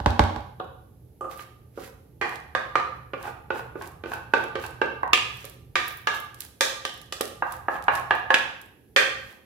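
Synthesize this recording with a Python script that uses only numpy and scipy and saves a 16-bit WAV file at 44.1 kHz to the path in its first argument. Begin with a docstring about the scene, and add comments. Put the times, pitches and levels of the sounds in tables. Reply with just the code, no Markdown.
"""A hard-walled kitchen: a few raps on a bowl boom through the counter, then a wooden spoon knocks and
scrapes inside a hand-held metal pot. Food damps the metal, so each blow rings pot and spoon briefly
and the room carries the tail. The wet food hisses and ticks as it is stirred. Distant traffic rumbles
underneath; a pair of close microphones listens."""
import sys
import numpy as np
from scipy import signal
from scipy.fft import irfft
from scipy.io import wavfile
from scipy.ndimage import uniform_filter1d

SR = 44100
rng = np.random.default_rng(int(sys.argv[2]) if len(sys.argv) > 2 else 0)


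def digitize_waveform(pressure):
    """Quantize a signal to 16-bit integers and store it at the path in sys.argv[1].

    Rows of a 2-D input are taken as channels; values are limited to [-1, 1].
    """
    field = np.atleast_2d(pressure).T
    bounded = np.clip(field, -1, 1)
    quanta = np.round(bounded * 32767).astype(np.int16)
    wavfile.write(sys.argv[1], SR, quanta)


N = 416744

# modes of the food-damped pot: f/Hz, level/dB, t60/s
POT = [(275.7, -14.5, 0.071), (377, 10.5, 0.022), (447.8, 11.5, 0.031), (526.8, 3.5, 0.09),
       (750.6, -5, 0.17), (830, -1.5, 0.055), (934, 16.5, 0.0082), (997, 6.5, 0.021), (1079, 2.5, 0.042),
       (1185.4, -5.5, 0.083), (1204.7, -5, 0.085), (1275, 12.5, 0.016), (1414, 2, 0.023),
       (1576, -10.5, 0.095), (1625, 13, 0.014), (1810, -1, 0.034), (2098, 0.5, 0.03), (2357, 10, 0.02),
       (2676, 1, 0.027), (3002, 9, 0.014), (3153, 18.5, 0.007), (3443, 5, 0.02), (4224, 8.5, 0.014)]
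# modes of the wooden spoon: f/Hz, level/dB, t60/s
SPOON = [(887.7, 4, 0.026), (1511, 9.5, 0.023), (2620, -8, 0.041), (3770, -32, 0.13)]


def gain_of(db):
    return 10 ** (np.asarray(db) / 20)


def unit_rms(x):
    return x / np.sqrt(np.mean(x ** 2) + 1e-20)


def curve_at(points, hz):
    f, value = np.transpose(points)
    return np.interp(np.log(hz + 1), np.log(f + 1), value)


def add(mix, start_s, sound):
    part = mix[..., round(start_s * SR):][..., :sound.shape[-1]]
    part += sound[..., :part.shape[-1]]


def panned(x, left_db):
    """Stereo, with the left channel left_db above the right."""
    return x * gain_of(np.array([[.5], [-.5]]) * left_db)


def ring(modes, drive_db, detune=1, rise_s=0.0014):
    """Dying sines that swell in over the contact time; above the bass their phases scatter on the left."""
    hz, db, t60 = np.transpose(modes)[:, :, None]
    t = np.arange(10000) / SR
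    phase = 1.2 * rng.standard_normal(hz.shape) / (1 + (450 / hz) ** 2) * np.array([1, 0])[:, None, None]
    decay = gain_of(db + np.c_[drive_db] - 60 * t / t60)
    tones = decay * np.sin(2 * np.pi * hz * np.c_[[detune]].T * t + phase)
    contact = 1 + 0.32 * np.exp(-t / 0.0051)  # loudest until the spoon settles and damps the wall
    return tones.sum(1) * (1 - np.exp(-t / rise_s)) * contact


def crack(spectrum, db, spread_s, low_hz=2500):
    """Too many modes to tell apart: one click whose bands arrive scattered in time."""
    hz = np.fft.rfftfreq(2048, 1 / SR)
    colour = gain_of(db + curve_at(spectrum, hz)) / (1 + (low_hz / (hz + 1)) ** 4)
    scatter = unit_rms(uniform_filter1d(rng.standard_normal((2, len(hz))), size=16))
    delay = spread_s * (.2 + scatter ** 2)
    return irfft(colour * np.exp(-2j * np.pi * hz[1] * np.cumsum(delay, 1)))


def shaped_noise(spectrum_db, likeness, size=1024):
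    """Coloured stereo noise; likeness runs from 0 (wide) to 1 (mono)."""
    a, b, c, d = rng.standard_normal((N * 4 // size + 5, size // 2 + 1, 4)).T
    left = a + 1j * b
    right = likeness * left + np.sqrt(1 - likeness ** 2) * (c + 1j * d)
    spectra = np.array([left, right]) * gain_of(spectrum_db)[:, None]
    return unit_rms(signal.istft(spectra, nperseg=size, noverlap=size * 3 // 4)[1][:, :N])


def room_tone():
    """A steady bed of air, narrow in the bass and wide in the treble."""
    # colour of the air: f/Hz, level/dB
    colour = [(25, -39), (59, -18), (145, -26.5), (206, -22), (439, -23), (659, -37), (840, -34),
              (1020, -49), (1790, -49.5), (9070, -55.5), (11300, -41), (16000, -54.5)]
    # stereo image: f/Hz, left-right likeness
    likeness = [(60, 0.76), (240, 0.8), (950, 0.17), (4000, 0.12)]
    hz = np.fft.rfftfreq(1024, 1 / SR)
    return gain_of(-58.5) * shaped_noise(curve_at(colour, hz), curve_at(likeness, hz)[:, None])


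def traffic():
    """Distant traffic: a few fuzzy low drones that swell and ebb together."""
    # drones: f/Hz, width/Hz, level/dB
    drones = [(61.4, 26, -2.5), (85, 43, 0.5), (121.5, 6, 10.5), (161.6, 39, -4.5)]
    # swell of the rumble: t/s, level/dB
    swell = [(0.5, -48), (1.191, -53.5), (5.06, -47), (6.61, -57.5), (8.0, -48.5), (8.82, -64), (9.25, -51),
             (9.45, -79)]
    hz = np.fft.rfftfreq(8192, 1 / SR)
    peaks = sum(gain_of(db) / (1 + (2 * (hz - f) / width) ** 2) for f, width, db in drones)
    rumble = shaped_noise(20 * np.log10(peaks), likeness=0.98, size=8192)
    return rumble * gain_of(np.interp(np.arange(N) / SR, *np.transpose(swell)))


def bowl_raps():
    """The bowl rings short; the counter under it booms a moment later."""
    # raps: t/s, bowl level/dB, counter thump/dB
    raps = [(0.001, -23.5, -29), (0.06, -8.5, -17), (0.1933, -5, -15), (0.361, -24, -33)]
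    # modes of the bowl: f/Hz, level/dB, t60/s
    bowl_modes = [(240, -14.5, 0.11), (307, -7, 0.05), (441, -8.5, 0.047), (580, -6, 0.052),
                  (835, 3.5, 0.025), (903, 3.5, 0.014), (980, -9, 0.052), (1090, -8, 0.047),
                  (1490, 5.5, 0.0094), (2090, -5.5, 0.011)]
    # low, beating modes of the counter: f/Hz, level/dB, t60/s
    counter_modes = [(69, 6.5, 0.16), (92.8, 0.5, 0.36), (116, -0.3, .09)]
    bowl, boom = np.zeros((2, 2, N))
    for s, db, thump_db in raps:
        add(bowl, s, ring(bowl_modes, db))
        add(bowl, s, crack([(3300, 1.5), (7000, -17), (15000, -29.5)], db + 18, spread_s=0.0014))
        add(boom, s + 0.0074, panned(ring(counter_modes, thump_db, rise_s=0.0058), left_db=-3))
    return bowl, boom


def pot_knocks():
    """Each blow rings pot and spoon and cracks in the treble; grip and food shift the modes a little."""
    # blows: t/s, spot struck, level/dB, low body/dB, hardness/(dB per octave), spoon ring/dB
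    blows = [(0.599, "coated", -31.5, 9.5, -11.5, -27), (1.209, "lip", -22, 0.5, 0.5, -22),
             (1.245, "lip", -23, -5, -4, -29), (1.393, "side", -44.5, -7, -0.5, -29),
             (1.775, "coated", -39, 17.5, -17, -23), (2.213, "shoulder", -18, -3, 1, -20),
             (2.55, "belly", -20, -0.2, 1.5, -11), (2.755, "belly", -17, -1, 0.5, -55),
             (3.134, "corner", -16, -3, -5, -11.5), (3.275, "corner", -33.5, 6, -3, 4),
             (3.504, "corner", -17, 1.5, -1.5, 0.5), (3.755, "corner", -30, 7, -19, -4),
             (4.037, "corner", -25, 2.5, 0, -6), (4.058, "corner", -29.5, 10, 4, -2),
             (4.134, "corner", -28, -5.5, 8, 6.5), (4.336, "corner", -8, -1, 2.5, 1.5),
             (4.554, "corner", -15, -5.5, 1.5, -11.5), (4.638, "corner", -29.5, -6, 8.5, 3.5),
             (4.815, "corner", -11.5, 1, 1, 0), (5.032, "heap", -13, 3, -26.5, -16.5),
             (5.132, "flank", -9.5, 3.5, 3, -30), (5.443, "bare", -39.5, 5.5, 5, -19),
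             (5.755, "bare", -8.5, -20, -3, -37), (6.071, "bare", -10, -21.5, -3.5, -3),
             (6.608, "bare", -13, -9, 6.5, -3), (6.851, "side", -33, 0, 10, -36),
             (7.124, "side", -40, 3.5, 14.5, -12), (7.208, "side", -34.5, 15, 0, -31),
             (7.423, "base", -18, -2, -30, -6.5), (7.684, "base", -16.5, -0.5, -53, -10),
             (7.882, "base", -12, -3, 3.5, -2), (8.108, "base", -14.5, -2.5, 13.5, 2),
             (8.304, "base", -18, 6, 19, 7), (8.342, "rim", -13, 2, 3.5, -37),
             (8.962, "edge", -4, -2, -2, -29)]
    # bands in which a blow drives the pot: f/Hz
    bands_hz = np.array([400, 540, 820, 1030, 1200, 1470, 1700, 2300, 2600, 3800, 8000])
    # colour of each spot: level/dB per band
    spot_colour = {"lip": [-16, -17.5, -9.5, -15, 2, -70, -34, -50, -28, -44, -33], "side": [-5, -7.5, 0,
                   -4, 6.5, -11, 8.5, -5, -0.5, -6.5, -27.5], "flank": [-17, -18, -8.5, -11.5, 2, -16.5,
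                   1.5, -2.5, 5, -11, -27.5], "corner": [-4.5, -15, -19.5, -15, -8, -29.5, -16.5, -16.5,
                   -16.5, -25.5, -45.5], "base": [-18.5, -12.5, -2.5, -0.5, -3, -1.5, -11.5, -17, -13,
                   -33.5, -68.5], "heap": [-21, -17.5, -9.5, 4.5, -28.5, -12, -4.5, -23.5, -28.5, -25.5,
                   -47], "coated": [-0.5, -2.5, 1.5, 6, 8, 6.5, -15, -29, -5, 0.5, -64], "belly": [-22, -2,
                   -6.5, 0.5, 4, 1, 2.5, -5.5, -13.5, -15, -32.5], "shoulder": [-2, -18, 3.5, 1.5, 4, 1.5,
                   6, -1, -9, -15.5, -30.5], "rim": [-16, -25, -31, -30, -18, -16, 6, -7, 2, -14, -30],
                   "edge": [-19.5, -10, -11.5, -9, -7, -3, 6.5, -2, 0.5, -7.5, -19], "bare": [-5, -4, -11.5,
                   -6, -1.5, -11.5, -0.5, -6.5, -6.5, -9, -23]}
    # damping by spoon and food on the wall, per spot: t60 factor, contact time/s
    damping = {"lip": (1.32, 0.0023), "side": (0.81, 0.0015), "flank": (0.49, 0.0032),
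               "corner": (1, 0.0045), "base": (1, 0.0023), "heap": (0.78, 0.0073), "coated": (0.86, 0.0096),
               "belly": (0.82, 0.0019), "shoulder": (0.9, 0.0045), "rim": (0.5, 0.0019),
               "edge": (0.81, 0.0047), "bare": (0.85, 0.0044)}
    # direct sound towards the microphones, per spot: level/dB
    facing = {"lip": -4, "flank": 2.2, "heap": 0.96, "rim": 2.8, "side": 1.4, "shoulder": -6, "edge": -4.5,
              "bare": -1.4}
    # how the pot is tipped, per spot: left over right/dB
    tipped = {"corner": -1.7, "flank": 1.5, "bare": .8, "edge": .8}
    # the grip stiffens or frees the spoon: t/s, pitch factor of its main mode
    grip = [(1.2, .94), (2.2, .988), (2.76, 1.004), (3.13, .945), (4.35, 1.005), (4.82, 1.044),
            (6.07, 1.11), (7.4, 1.06), (7.88, 1.113)]
    # how far each spoon mode follows the grip: exponent
    follows = [.2, 1, .6, .4]
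    body_shelf = 1 / (1 + (bands_hz / 710) ** 4)
    treble_octaves = np.maximum(np.log2(bands_hz / 1930), 0)
    pot_hz = np.transpose(POT)[0]
    jitter = rng.standard_normal((len(blows), 2, len(POT))) * [[2.5], [.0015]]
    out = np.zeros((3, N))  # left, right, room send
    for (s, spot, db, body_db, hardness, spoon_db), (jitter_db, drift) in zip(blows, jitter):
        bands_db = spot_colour[spot] + body_db * body_shelf + hardness * treble_octaves
        colour = list(zip(bands_hz, bands_db)) + [(15000, bands_db[-1] - 12)]
        t60_factor, contact_s = damping[spot]
        drive_db = db + curve_at(colour, pot_hz) + jitter_db
        blow = ring(POT * np.array([1, 1, t60_factor]), drive_db, 1 + drift, contact_s)
        spoon_pitch = np.interp(s, *np.transpose(grip)) ** np.array(follows)
        add(blow, 0, ring(SPOON, db + spoon_db, spoon_pitch, contact_s))
        add(blow, 0, crack(colour, db + 30, spread_s=0.0019))
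        add(blow, 0, crack(colour, db + 30, spread_s=0.005, low_hz=600))  # wall modes blur into a clack
        direct = panned(gain_of(facing.get(spot, 0)) * blow, tipped.get(spot, 0))
        add(out, s, np.r_[direct, blow[1:]])
    # the blows carry nothing much below about 200 Hz
    out = signal.sosfilt(signal.butter(2, 210, "highpass", fs=SR, output="sos"), out)
    return out[:2], out[2]


def stirring():
    """The spoon gathers speed through the food and stops: envelopes for wet hiss and wall rub."""
    # strokes: t/s at full speed, rise/s, hiss/dB, rub/dB
    strokes = [(1.325, 0.024, -49, -47), (1.41, 0.039, -50, -51), (1.85, 0.066, -48.5, -47),
               (2.33, 0.065, -56, -40.5), (3.272, 0.067, -51.5, -35), (3.58, 0.043, -49, -35.5),
               (3.848, 0.058, -53, -37.5), (4.14, 0.057, -50.5, -35), (4.42, 0.076, -56.5, -44),
               (4.64, 0.038, -47, -38), (5.42, 0.13, -53, -58.5), (5.889, 0.072, -50, -54),
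               (6.15, 0.015, -42, -47.5), (6.43, 0.039, -51.5, -54), (7.17, 0.012, -63, -43),
               (7.538, 0.069, -53.5, -49.5), (7.75, 0.048, -52.5, -37), (7.96, 0.042, -47, -30),
               (8.17, 0.043, -56.5, -40), (9.301, 0.18, -58.5, -61)]
    t = np.arange(N) / SR
    hiss, rub = np.zeros((2, N))
    for s, rise_s, hiss_db, rub_db in strokes:
        stop_s = .022 + .22 * rise_s
        speed = np.exp(-((t - s) / np.where(t < s, rise_s, stop_s)) ** 2)
        hiss += gain_of(hiss_db) * speed
        rub += gain_of(rub_db) * speed ** 2  # the wall rasps only near full speed
    return hiss, rub


def wall_scrape(rub):
    """Dense small slips of wood on metal ring pot and spoon."""
    # how slips drive the pot: f/Hz, level/dB
    drive = [(400, -22.5), (850, -2), (1200, -0.5), (1480, -8), (2000, -11.5), (2600, -12.5), (3600, -22)]
    slips_per_s = 180
    slips = (rng.random(N) < slips_per_s / SR) * rng.standard_normal(N)
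    slips *= gain_of(4.5 * np.minimum(rng.exponential(1, N), 3))  # a few bite harder
    ringing = ring(POT, curve_at(drive, np.transpose(POT)[0])) + ring(SPOON, drive_db=-3)
    ringing /= np.linalg.norm(ringing[0])
    return signal.oaconvolve((unit_rms(slips) * rub)[None], ringing, axes=1)[:, :N]


def fizz_and_snaps(hiss):
    """Stirred food fizzes; the sharp snaps are its wet ticks and, at 7.21 s, the crack of a spoon knock."""
    # colour of the fizz: f/Hz, level/dB
    fizz_colour = [(800, -24.5), (1500, -3.5), (2500, -8), (3300, -10.5), (7000, -15), (9500, -16.5),
                   (11800, -10.5), (14000, -17.5), (16000, -14.5)]
    # snaps: t/s, level/dB, brightness/(dB per octave)
    snaps = [(1.3748, -35, 6), (2.2932, -35.5, 0.5), (2.357, -32.5, -7), (3.2276, -33, -1),
             (3.8212, -33.5, -3), (3.8736, -31.5, 1.5), (4.138, -33, 2), (4.4388, -35.5, -3),
             (4.6633, -28, -2), (5.3702, -36, 9), (5.4514, -25, 7), (5.4969, -35, 4), (5.88, -18, 14),
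             (5.9723, -27.5, 19), (5.9854, -42, 7), (6.149, -32.5, 1.5), (6.2013, -27, 9.5),
             (6.344, -33, 0), (6.4048, -17.5, 3), (6.4194, -31, -7.5), (6.9394, -35, 5), (6.976, -35, 0.5),
             (7.015, -32.5, -1), (7.21, -12, -2), (7.2774, -34, 0.5), (7.522, -25, 3), (7.824, -36.5, -3),
             (7.8396, -33.5, -1.5), (7.9524, -22, -2), (8.1519, -32, 6), (8.6148, -34, 3)]
    # colour of a snap: f/Hz, level/dB
    snap_colour = [(3000, 1.5), (6500, -3.5), (11500, 1.2), (16000, -7.5)]
    pops_per_s, pop_s = 90, .0012
    pops = (rng.random(N) < pops_per_s / SR) * gain_of(3 * np.minimum(rng.exponential(1, N), 3))
    crackle = signal.oaconvolve(pops, np.exp(-np.arange(400) / SR / pop_s))[:N]
    snapping = np.zeros((2, N))
    for s, db, brightness in snaps:
        colour = [(hz, level + brightness * np.log2(hz / 8000)) for hz, level in snap_colour]
        snap = crack(colour, 0, spread_s=0.0016)
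        add(snapping, s, gain_of(db) * snap / abs(snap).max())
    fizz = shaped_noise(curve_at(fizz_colour, np.fft.rfftfreq(256, 1 / SR)), likeness=0.46, size=256)
    return panned(hiss * (1 + crackle) * fizz + snapping, left_db=-4)


def kitchen(send):
    """Hard walls return sparse echoes, each band dying at its own speed; three tails take turns."""
    # decay of the room: f/Hz, t60/s
    decay = [(150, 0.63), (3000, 0.59), (6000, 0.53), (12000, 0.44)]
    gap, spacing = 200, 20  # samples
    out, t = np.zeros((2, N)), np.arange(N) / SR
    for k in range(3):
        taps = np.zeros((2, SR))
        slots = np.arange(gap, SR - spacing, spacing)
        arrivals = slots + rng.integers(0, spacing, (2, len(slots)))
        np.put_along_axis(taps, arrivals, rng.choice([-1., 1.], arrivals.shape), 1)
        hz, age, bands = signal.stft(taps, SR, nperseg=256)
        likeness = 1 / (1 + (hz[:, None] / 420) ** 2)  # bass is alike on both sides
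        bands[1] = likeness * bands[0] + np.sqrt(1 - likeness ** 2) * bands[1]
        tail = signal.istft(bands * gain_of(-60 * age / curve_at(decay, hz)[:, None]), SR, nperseg=256)[1]
        tail[:, :gap] = 0
        tail /= np.linalg.norm(tail[0])
        crossfade = np.sqrt(2 / 3) * np.cos(np.pi * (1.7 * t + k / 3))
        out += signal.fftconvolve((send * crossfade)[None], tail, axes=1)[:, :N]
    return out


def scene():
    """The mix leans right; bowl, fizz and snaps sit nearer, so drier; the counter's boom is fully dry."""
    bowl, boom = bowl_raps()
    hiss, rub = stirring()
    scrape = wall_scrape(rub)
    fizz_snaps = fizz_and_snaps(hiss)
    knocks, knock_send = pot_knocks()
    send = knock_send + (scrape + gain_of(-3) * bowl + gain_of(-6) * fizz_snaps)[1]
    cooking = knocks + scrape + bowl + fizz_snaps + gain_of(-1.5) * kitchen(send)
    return panned(cooking, left_db=-3.5) + boom + panned(room_tone() + traffic(), left_db=-3)


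def record(dry):
    """The left microphone is a little further off; both shed deep bass, clip and lose the very top."""
    spaced = np.array([np.r_[0, 0, dry[0, :-2]], dry[1]])
    thinned = signal.sosfilt(signal.butter(3, 45, "highpass", fs=SR, output="sos"), spaced)
    lowpass = signal.firwin(127, 15800, window=("kaiser", 9), fs=SR)
    return signal.oaconvolve(np.clip(thinned, -1, 1), lowpass[None], "same")


dry = scene()
out = record(dry)
digitize_waveform(out)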